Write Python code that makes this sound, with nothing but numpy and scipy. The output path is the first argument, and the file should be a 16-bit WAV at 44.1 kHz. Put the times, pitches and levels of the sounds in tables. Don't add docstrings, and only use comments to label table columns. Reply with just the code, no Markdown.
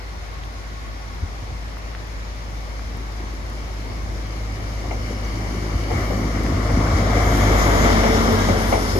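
import sys
import numpy as np
from scipy import signal
from scipy.fft import rfft, irfft, next_fast_len
from scipy.io import wavfile
from scipy.ndimage import uniform_filter1d, map_coordinates

SR = 44100
rng = np.random.default_rng(int(sys.argv[2]) if len(sys.argv) > 2 else 0)


def materialize(psi):
    bounded = np.clip(np.atleast_2d(psi).T, -1, 1)
    quanta = np.round(bounded * 32767).astype(np.int16)
    wavfile.write(sys.argv[1], SR, quanta)


N = 396459
SPEED_M_S, SOUND_M_S = 16.5, 343
SWING_S, SWING_HALF_S = 7.46, 0.18

# (frequency [Hz], relative level [dB])
BODY_SPECTRUM = [(35, -14), (72, 3), (88, 5.5), (125, -8), (150, -9), (190, -5), (260, -5.5), (320, -7),
                 (400, -11.5), (600, -15), (1200, -72), (3000, -100)]
WHEEL_SPECTRUM = [(300, -4.5), (400, -6), (520, -2.5), (620, -2), (800, -4.5), (1000, -6), (1200, -5),
                  (1500, -8), (1900, -10), (2130, -7.5), (2330, -14), (2520, -30.5), (3200, -67)]
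RAIL_SPECTRUM = [(1000, -70), (2100, -30), (2600, -8), (3500, -4.5), (4150, -2.5), (4600, 0.5), (5400, 3),
                 (6900, -3), (7900, -11.5), (9700, -12), (11200, -15.5), (13500, -19.5), (15500, -10.5)]
# (frequency [Hz], left minus right [dB])
WHEEL_BALANCE = [(900, -2), (1350, 4), (1600, 8), (2050, 6), (2600, 13)]
# (centre [Hz], width [Hz], relative level [dB])
GRIND_BAND = [(3250, 950, 0)]
# (time [s], half length [s], gain [dB])
SURGES = [(5.983, 0.07, 5), (6.45, .3, -0.5), (7.88, 0.12, 1)]
# (frequency [Hz], correlation [-])
APPROACH_COHERENCE = [(100, 1), (300, 0.91), (480, 0.72), (690, 0.46), (870, -0.3), (1150, 0.67),
                      (1350, -0.31), (1570, -1.02), (2200, 0.7), (2700, 0.7)]
NEAR_COHERENCE = [(100, 0.9), (300, 0.84), (700, 0.47), (1150, 0.6), (1650, 0.83), (2050, 0.14),
                  (2600, 0.18)]
HISS_COHERENCE = [(450, 1), (1500, 0.22), (2500, -0.17), (4100, -0.027), (5000, -0.0083), (5800, -0.32),
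                  (6700, 0.34), (8300, -0.44), (10000, 0.04), (11400, 1), (12700, 0.93), (15000, -0.97)]
def rolling(firing_phase):
    right = step(clock(), SWING_S, SWING_HALF_S)
    surge_db = sum(db * np.exp(-((clock() - s) / half_s) ** 2) for s, half_s, db in SURGES)

    def spread(spectrum):
        coming = noise(spectrum, APPROACH_COHERENCE, lead_ms=0.049)
        going = noise(spectrum, NEAR_COHERENCE, lead_ms=-0.26)
        return np.sqrt(1 - right) * coming + np.sqrt(right) * going
    jolts = wobble(12)
    throb = 1 + 0.15 * np.sin(firing_phase)
    body_db = passing(at_s=8, db=-23.5, breadth_m=28, ahead_db=11, behind_db=11)
    body = amp(body_db + 0.99 * surge_db + 0.16 * jolts) * throb * spread(BODY_SPECTRUM)
    roar = filtered(spread(WHEEL_SPECTRUM), lambda hz: panned(WHEEL_BALANCE, hz))
    wheel_db = passing(at_s=7.8, db=-18.6, breadth_m=12, ahead_db=9.3, behind_db=9.3)
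    wheels = amp(wheel_db + surge_db + 0.041 * jolts) * roar
    rail_db = passing(at_s=8, db=-31.7, breadth_m=13, ahead_db=7, behind_db=4.5)
    rails = amp(rail_db + 0.5 * surge_db + 0.95 * wobble(25)) * noise(RAIL_SPECTRUM, HISS_COHERENCE)
    grind_db = passing(at_s=7.98, db=-35, breadth_m=21, ahead_db=23, behind_db=22)
    return body + wheels + rails + amp(grind_db) * band_noise(GRIND_BAND)


# (frequency [Hz], relative level [dB])
MUFFLER_SPECTRUM = [(80, -39), (155, 0.5), (195, -8.5), (240, -0.5), (305, -6.5), (420, -22), (800, -46),
                    (3000, -100)]
def exhaust(phase):
    first_db = passing(at_s=7.5, db=-18.5, breadth_m=7.5, ahead_db=3.5, behind_db=4)
    first = amp(first_db + 0.84 * wobble(15)) * np.sin(phase + 0.23 * wobble(5.3))
    octave_db = passing(at_s=7.5, db=-24.5, breadth_m=32.5, ahead_db=14.5, behind_db=22)
    octave = amp(octave_db + 1.1 * wobble(15)) * np.sin(2 * phase + .5 * wobble(14))
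    roar = noise(MUFFLER_SPECTRUM, coherence=[(250, 1.0)], lead_ms=0.091)
    puffs = unit((1 + 0.62 * np.sin(phase)) * roar)
    puff_db = passing(at_s=7, db=-30.5, breadth_m=15, ahead_db=15, behind_db=14)
    return np.sqrt(2) * (first + octave) + amp(puff_db + 4.6 * wobble(12)) * puffs


# (time [s], level [dB])
GROWL_ENVELOPE = [(2.5, -67), (3.2, -45.5), (4.6, -49.5), (5.3, -40), (6.1, -30.5), (6.7, -33), (7.1, -36),
                  (7.85, -25.5), (9, -42)]
# (frequency [Hz], relative level [dB])
GROWL_SPECTRUM = [(130, -35), (180, 1.5), (245, -0.5), (310, 1), (375, 0), (430, -18), (800, -55)]
def growl(firing_phase):
    level_db = np.interp(clock(), *np.transpose(GROWL_ENVELOPE))
    chop = (1 + .8 * np.sin(firing_phase)) * amp(3 * wobble(18))
    return amp(level_db) * unit(chop * noise(GROWL_SPECTRUM, APPROACH_COHERENCE))


# (time [s], clank [dB], pitch [Hz], spectral breadth [-], clank T60 [s], thud [dB], ring [dB])
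AXLE_IMPACTS = [(4.84, -28, 620, 1, .2, -36, -48), (4.908, -21, 640, .8, .18, -35, -26.5),
                (5.098, -26.5, 480, 1, .2, -27, -45), (5.907, -14.5, 680, .7, .15, -19, -38),
                (6.1, -17, 570, .9, .19, -20, -40), (6.345, -34, 500, 1, .15, -21, -42),
                (6.69, -22, 650, 1, .2, -22, -36), (6.867, -17, 950, 1, .1, -27, -36),
                (7.16, -18.5, 550, 1, .18, -31, -26), (7.84, -16, 650, 1.2, .18, -15, -23),
                (8.035, -10, 560, 1.2, .22, -16, -21), (8.275, -16, 500, 1, .25, -22, -31),
                (8.485, -10.5, 540, 1.2, .22, -16, -26), (8.722, -9.5, 680, 1.2, .32, -21, -19),
                (8.953, -13, 440, .8, .3, -22, -30)]
# (ratio to its pitch [-], relative level [dB])
CLANK_SPECTRUM = [(.25, -30), (.55, -6), (.8, -1.5), (1, 0), (1.25, -4), (1.55, -11), (2, -20), (4, -35),
                  (20, -55)]
# (centre [Hz], width [Hz], relative level [dB])
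STEEL_BANDS = [(1200, 61, -9), (2090, 75, 2.5), (2300, 100, 1.5), (2860, 280, -6)]
# (frequency [Hz], relative level [dB])
THUD_SPECTRUM = [(50, -17), (110, 12.5), (260, 24.5), (450, -5), (900, -54), (3000, -90)]
def joints(thud_t60_s=0.32, ring_t60_s=0.17):
    out, t = np.zeros((2, N)), np.arange(SR // 4) / SR
    fast_rise, slow_rise = 1 - np.exp(-t / .002), 1 - np.exp(-t / .015)
    for s, clank_db, hz, breadth, t60, thud_db, ring_db in AXLE_IMPACTS:
        spectrum = [(hz * ratio ** breadth, db) for ratio, db in CLANK_SPECTRUM]
        lead_ms = left_lead_ms(s)
        clank = noise(spectrum, NEAR_COHERENCE, lead_ms, len(t)) * amp(clank_db - 60 * t / t60)
        thud = noise(THUD_SPECTRUM, NEAR_COHERENCE, lead_ms, len(t)) * amp(thud_db - 60 * t / thud_t60_s)
        ring = band_noise(STEEL_BANDS, len(t)) * amp(ring_db - 60 * t / ring_t60_s)
        add(out, s, fast_rise * (clank + ring) + slow_rise * thud)
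    return amp(-4) * out


def gears():
    hum_db = passing(at_s=8.16, db=-24.5, breadth_m=5.5, ahead_db=10.5, behind_db=13)
    hum = amp(hum_db) * breathy_tone(hz=230, flutter_per_s=36, abreast_s=7.9, steady=1.5)
    whine_db = passing(at_s=8.12, db=-27.3, breadth_m=9, ahead_db=11, behind_db=11)
    whine = amp(whine_db) * breathy_tone(hz=451, flutter_per_s=44, abreast_s=7.6, steady=1.3)
    return hum + whine


def howl():
    level_db = passing(at_s=7.6, db=-32.7, breadth_m=10, ahead_db=10, behind_db=10)
    return amp(level_db + 2.5 * wobble(5)) * breathy_tone(hz=698, flutter_per_s=130, abreast_s=7)


# (centre [Hz], width [Hz], relative level [dB])
RAIL_BANDS = [(1805, 50, -26), (2225, 150, -2.5), (2960, 280, -6), (4550, 400, -9), (10500, 2500, -17.5)]
def rail_ring():
    level_db = passing(at_s=6.1, db=-43, breadth_m=24.5, ahead_db=11.5, behind_db=27)
    return amp(level_db + 2.1 * wobble(8.3)) * band_noise(RAIL_BANDS)


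# (centre [Hz], width [Hz], relative level [dB])
POWER_CAR_BANDS = [(6680, 610, 6), (11700, 1800, -4)]
COACH_BANDS = [(5300, 330, -2.5), (9500, 3000, -0.5), (13200, 1900, -4)]
def hiss(bands, from_s, until_s, db, edge_s=0.075):
    alongside = step(clock(), from_s, edge_s) * (1 - step(clock(), until_s, edge_s))
    sizzle_db = 1.5 * wobble(250) + 2.6 * wobble(26)
    return amp(db + sizzle_db) * alongside * band_noise(bands)


# (peak time [s], half length [s], pitch [Hz], width [Hz], level [dB])
SUNG_NOTES = [(0.298, 1.3, 1436, 16, -58), (.8, .8, 1103, 24, -50.5), (3.2, 1.2, 1112, 40, -56),
              (6.1, 0.15, 12400, 1100, -58), (8.4, 0.03, 1635, 27, -31), (8.74, 0.15, 9650, 1200, -45),
              (8.13, .07, 5450, 260, -40), (8.28, .07, 5250, 260, -41), (8.76, .06, 5250, 300, -42),
              (8.95, .09, 5080, 320, -36.5)]
def singing():
    out = np.zeros((2, N))
    for s, half_s, hz, width_hz, db in SUNG_NOTES:
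        t = np.arange(max(0, s - 2 * half_s), min(N / SR, s + 2 * half_s), 1 / SR)
        swell = np.cos(np.pi / 4 * (t - s) / half_s) ** 2
        add(out, t[0], amp(db) * swell * band_noise([(hz, width_hz, 0)], len(t)))
    return out


# (frequency [Hz], relative level [dB])
HEDGE_SPECTRUM = [(30, -6.5), (75, 1.5), (140, -8.5), (280, -15.5), (520, -14.5), (740, -14), (1300, -18),
                  (2150, -18), (2650, -25), (5700, -27), (7000, -34.5), (7800, -40), (9800, -39.5),
                  (11300, -46.5), (15500, -45)]
# (frequency [Hz], correlation [-])
FAR_COHERENCE = [(80, 0.58), (300, 0.37), (700, 0.3), (1100, 0.34), (1600, 0.63), (2200, 0.045)]
def wind():
    leaves = noise(HEDGE_SPECTRUM, FAR_COHERENCE, lead_ms=0.35)
    fine_hiss = noise(HEDGE_SPECTRUM, HISS_COHERENCE)
    treble_share = lambda hz: np.clip((hz - 2000) / 1000, 0, 1)
    low = filtered(leaves, lambda hz: np.sqrt(1 - treble_share(hz)))
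    high = filtered(fine_hiss, lambda hz: np.sqrt(treble_share(hz)))
    return amp(-35.5) * (low + high)


# (time [s], level [dB], pitch [Hz])
EDDIES = [(1.226, -13.5, 69.4), (1.42, -23, 91), (1.513, -22.5, 93), (5.75, -13.5, 78), (5.951, -11, 82.5),
          (6.528, -10.5, 80), (6.731, -13, 82), (6.93, -8, 81.5)]
def bumps(thud_db=-19, rise_s=0.009):
    out, t = np.zeros((2, N)), np.arange(SR // 8) / SR
    envelope = (t / rise_s) ** 2 * np.exp(2 * (1 - t / rise_s))
    for s, db, hz in EDDIES:
        thud = amp(thud_db) * noise(THUD_SPECTRUM, NEAR_COHERENCE, size=len(t))
        add(out, s, amp(db) * envelope * (thud - np.sin(2 * np.pi * hz * t)))
    return out


# (time [s], level [dB], pitch [Hz], rise [cycles])
NEAR_DROPS = [(.437, -25, 3100, .4), (1.7697, -25, 1200, .35), (1.782, -35.5, 13000, .7),
              (1.95, -19.5, 1550, .3), (2.074, -38, 13000, .7), (2.795, -27, 1400, .4),
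              (2.973, -32, 11500, .7), (3.341, -35, 12500, .7), (3.5, -35, 10800, .8),
              (4.938, -36, 11500, .7), (5.838, -23, 3300, .35), (6.437, -27, 11000, .7),
              (6.464, -18, 1900, .4), (6.72, -30, 10500, .7), (8.327, -20.5, 13000, .8)]
def drops(drizzle_count=45, drizzle_db=-43, drizzle_hz=11400):
    out, t = np.zeros((2, N)), np.arange(SR // 100) / SR
    slots = np.arange(drizzle_count) + rng.random(drizzle_count)
    times = slots / drizzle_count * (N - len(t)) / SR
    drizzle = [(s, rng.normal(drizzle_db, 2.5), drizzle_hz, .8) for s in times]
    for s, db, hz, cycles in list(NEAR_DROPS) + drizzle:
        rise = hz * t / cycles
        balance = amp(rng.normal(0, 2) * np.array([[.5], [-.5]]))
        add(out, s, amp(db) * balance * rise * np.exp(1 - rise) * np.sin(2 * np.pi * hz * t))
    return out


# (time [s], pitch [Hz], level [dB])
BIRD_NOTES = [(4.98, 5200, -44), (5.008, 5250, -47), (5.145, 5150, -43), (5.17, 5300, -46),
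              (5.235, 6140, -42)]
def bird():
    out, progress = np.zeros((2, N)), np.linspace(0, 1, SR // 32)
    for s, hz, db in BIRD_NOTES:
        quaver = np.interp(progress, np.linspace(0, 1, 24), rng.normal(0, .02, 24))
        phase = phase_of(hz * (1 + .03 * (progress - .5) + quaver))
        add(out, s, amp(db) * np.sin(np.pi * progress) * np.sin(phase))
    return out


def passing(at_s, db, breadth_m, ahead_db, behind_db):
    gone_m = SPEED_M_S * (clock() - at_s)
    doublings = np.log2(np.hypot(gone_m / breadth_m, 1))
    return db - np.where(gone_m < 0, ahead_db, behind_db) * doublings


def doppler(abreast_s, miss_m=14):
    gone_m = SPEED_M_S * (clock() - abreast_s)
    return 1 / (1 + SPEED_M_S / SOUND_M_S * gone_m / np.hypot(gone_m, miss_m))


def left_lead_ms(s):
    return .05 - 0.48 * step(s, SWING_S, SWING_HALF_S)


def breathy_tone(hz, flutter_per_s, abreast_s, steady=0):
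    port_shift = np.pi * hz * left_lead_ms(clock()) / 1000 * np.array([[1], [-1]])
    phase = phase_of(hz * doppler(abreast_s)) + port_shift
    return unit((steady + wobble(flutter_per_s)) * np.sin(phase) + wobble(flutter_per_s) * np.cos(phase))


def noise(spectrum, coherence, lead_ms=0, size=N):
    m = next_fast_len(size, True)
    hz = np.fft.rfftfreq(m, 1 / SR)
    angle = np.arccos(np.clip(along(coherence, hz), -1, 1)) / 2
    white = rng.standard_normal((2, 2 * len(hz))).view(complex)
    mid, side = white * amp(along(spectrum, hz)) * np.array([np.cos(angle), np.sin(angle)])
    delay = np.exp(-2j * np.pi * hz * lead_ms / 1000)
    return unit(irfft(np.array([mid + side, (mid - side) * delay]), m)[:, :size])


def band_noise(bands, size=N):
    hz = np.geomspace(500, 18000, 900)
    power = sum(amp(db - 9 * ((hz - centre) / width) ** 2) ** 2 / width for centre, width, db in bands)
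    spectrum = np.column_stack([hz, 10 * np.log10(power + 1e-16)])
    return noise(spectrum, HISS_COHERENCE, size=size)


def scintillation(x, depth_db):
    patches = signal.stft(x, nperseg=512)[2]
    field = uniform_filter1d(rng.standard_normal(patches.shape[1:]), size=5, axis=0)
    field = uniform_filter1d(field, size=16, axis=1)
    return signal.istft(patches * unit(amp(depth_db * unit(field))))[1][:, :N]


def panned(balance, hz):
    gains = amp(along(balance, hz) * np.array([[.5], [-.5]]))
    return gains / np.sqrt(np.mean(gains ** 2, axis=0))


def filtered(x, response):
    n = x.shape[-1]
    m = next_fast_len(n + 4096, True)
    return irfft(rfft(x, m) * response(np.fft.rfftfreq(m, 1 / SR)), m)[..., :n]


def wobble(rate):
    knots = rng.standard_normal(int(N * rate / SR) + 4)
    coarse = np.arange(0, N, 32)
    return np.interp(np.arange(N), coarse, map_coordinates(knots, [coarse * rate / SR]))


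def along(points, hz):
    f, v = np.transpose(points)
    return np.interp(np.log(hz + 1), np.log(f + 1), v)


def step(t, middle_s, half_s):
    return .5 + .5 * np.tanh((t - middle_s) / half_s)


def phase_of(hz):
    return 2 * np.pi * np.cumsum(hz) / SR


def amp(db):
    return 10 ** (np.asarray(db) / 20)


def unit(x):
    return x / np.sqrt(np.mean(x ** 2) + 1e-20)


def clock():
    return np.arange(N) / SR


def add(track, s, sound):
    start = max(0, round(s * SR))
    track[:, start:start + sound.shape[-1]] += sound[..., :N - start]


def scene(firing_hz=50):
    firing_phase = phase_of(firing_hz * doppler(abreast_s=7.95))
    drone = exhaust(firing_phase)
    roar = scintillation(rolling(firing_phase) + wind(), depth_db=0.8)
    power_car = drone + growl(firing_phase) + gears() + howl()
    ring = rail_ring()
    car_hiss = hiss(POWER_CAR_BANDS, from_s=7.27, until_s=7.95, db=-40)
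    coach_hiss = hiss(COACH_BANDS, from_s=7.16, until_s=9.2, db=-46)
    track = ring + singing() + joints()
    return roar + power_car + car_hiss + coach_hiss + track + bumps() + drops() + bird()


# (frequency [Hz], left minus right [dB])
PORT_BALANCE = [(60, 0.9), (280, 0.2), (470, 5), (680, 2.5), (920, 7), (1550, -2), (2080, 2.5),
                (2700, -0.5), (3600, 3.5), (5200, 6), (7500, 2), (9600, -1.5), (11000, 0)]
def record(dry, low_hz=33, top_hz=15720):
    def response(hz):
        low_cut = 1 - 1 / (1 + (hz / low_hz) ** 6)
        top_fade = np.interp(hz, [14200, top_hz], [1, .35])
        return panned(PORT_BALANCE, hz) * low_cut * top_fade * (hz < top_hz)
    return filtered(dry, response)


dry = scene()
out = record(dry)
materialize(out)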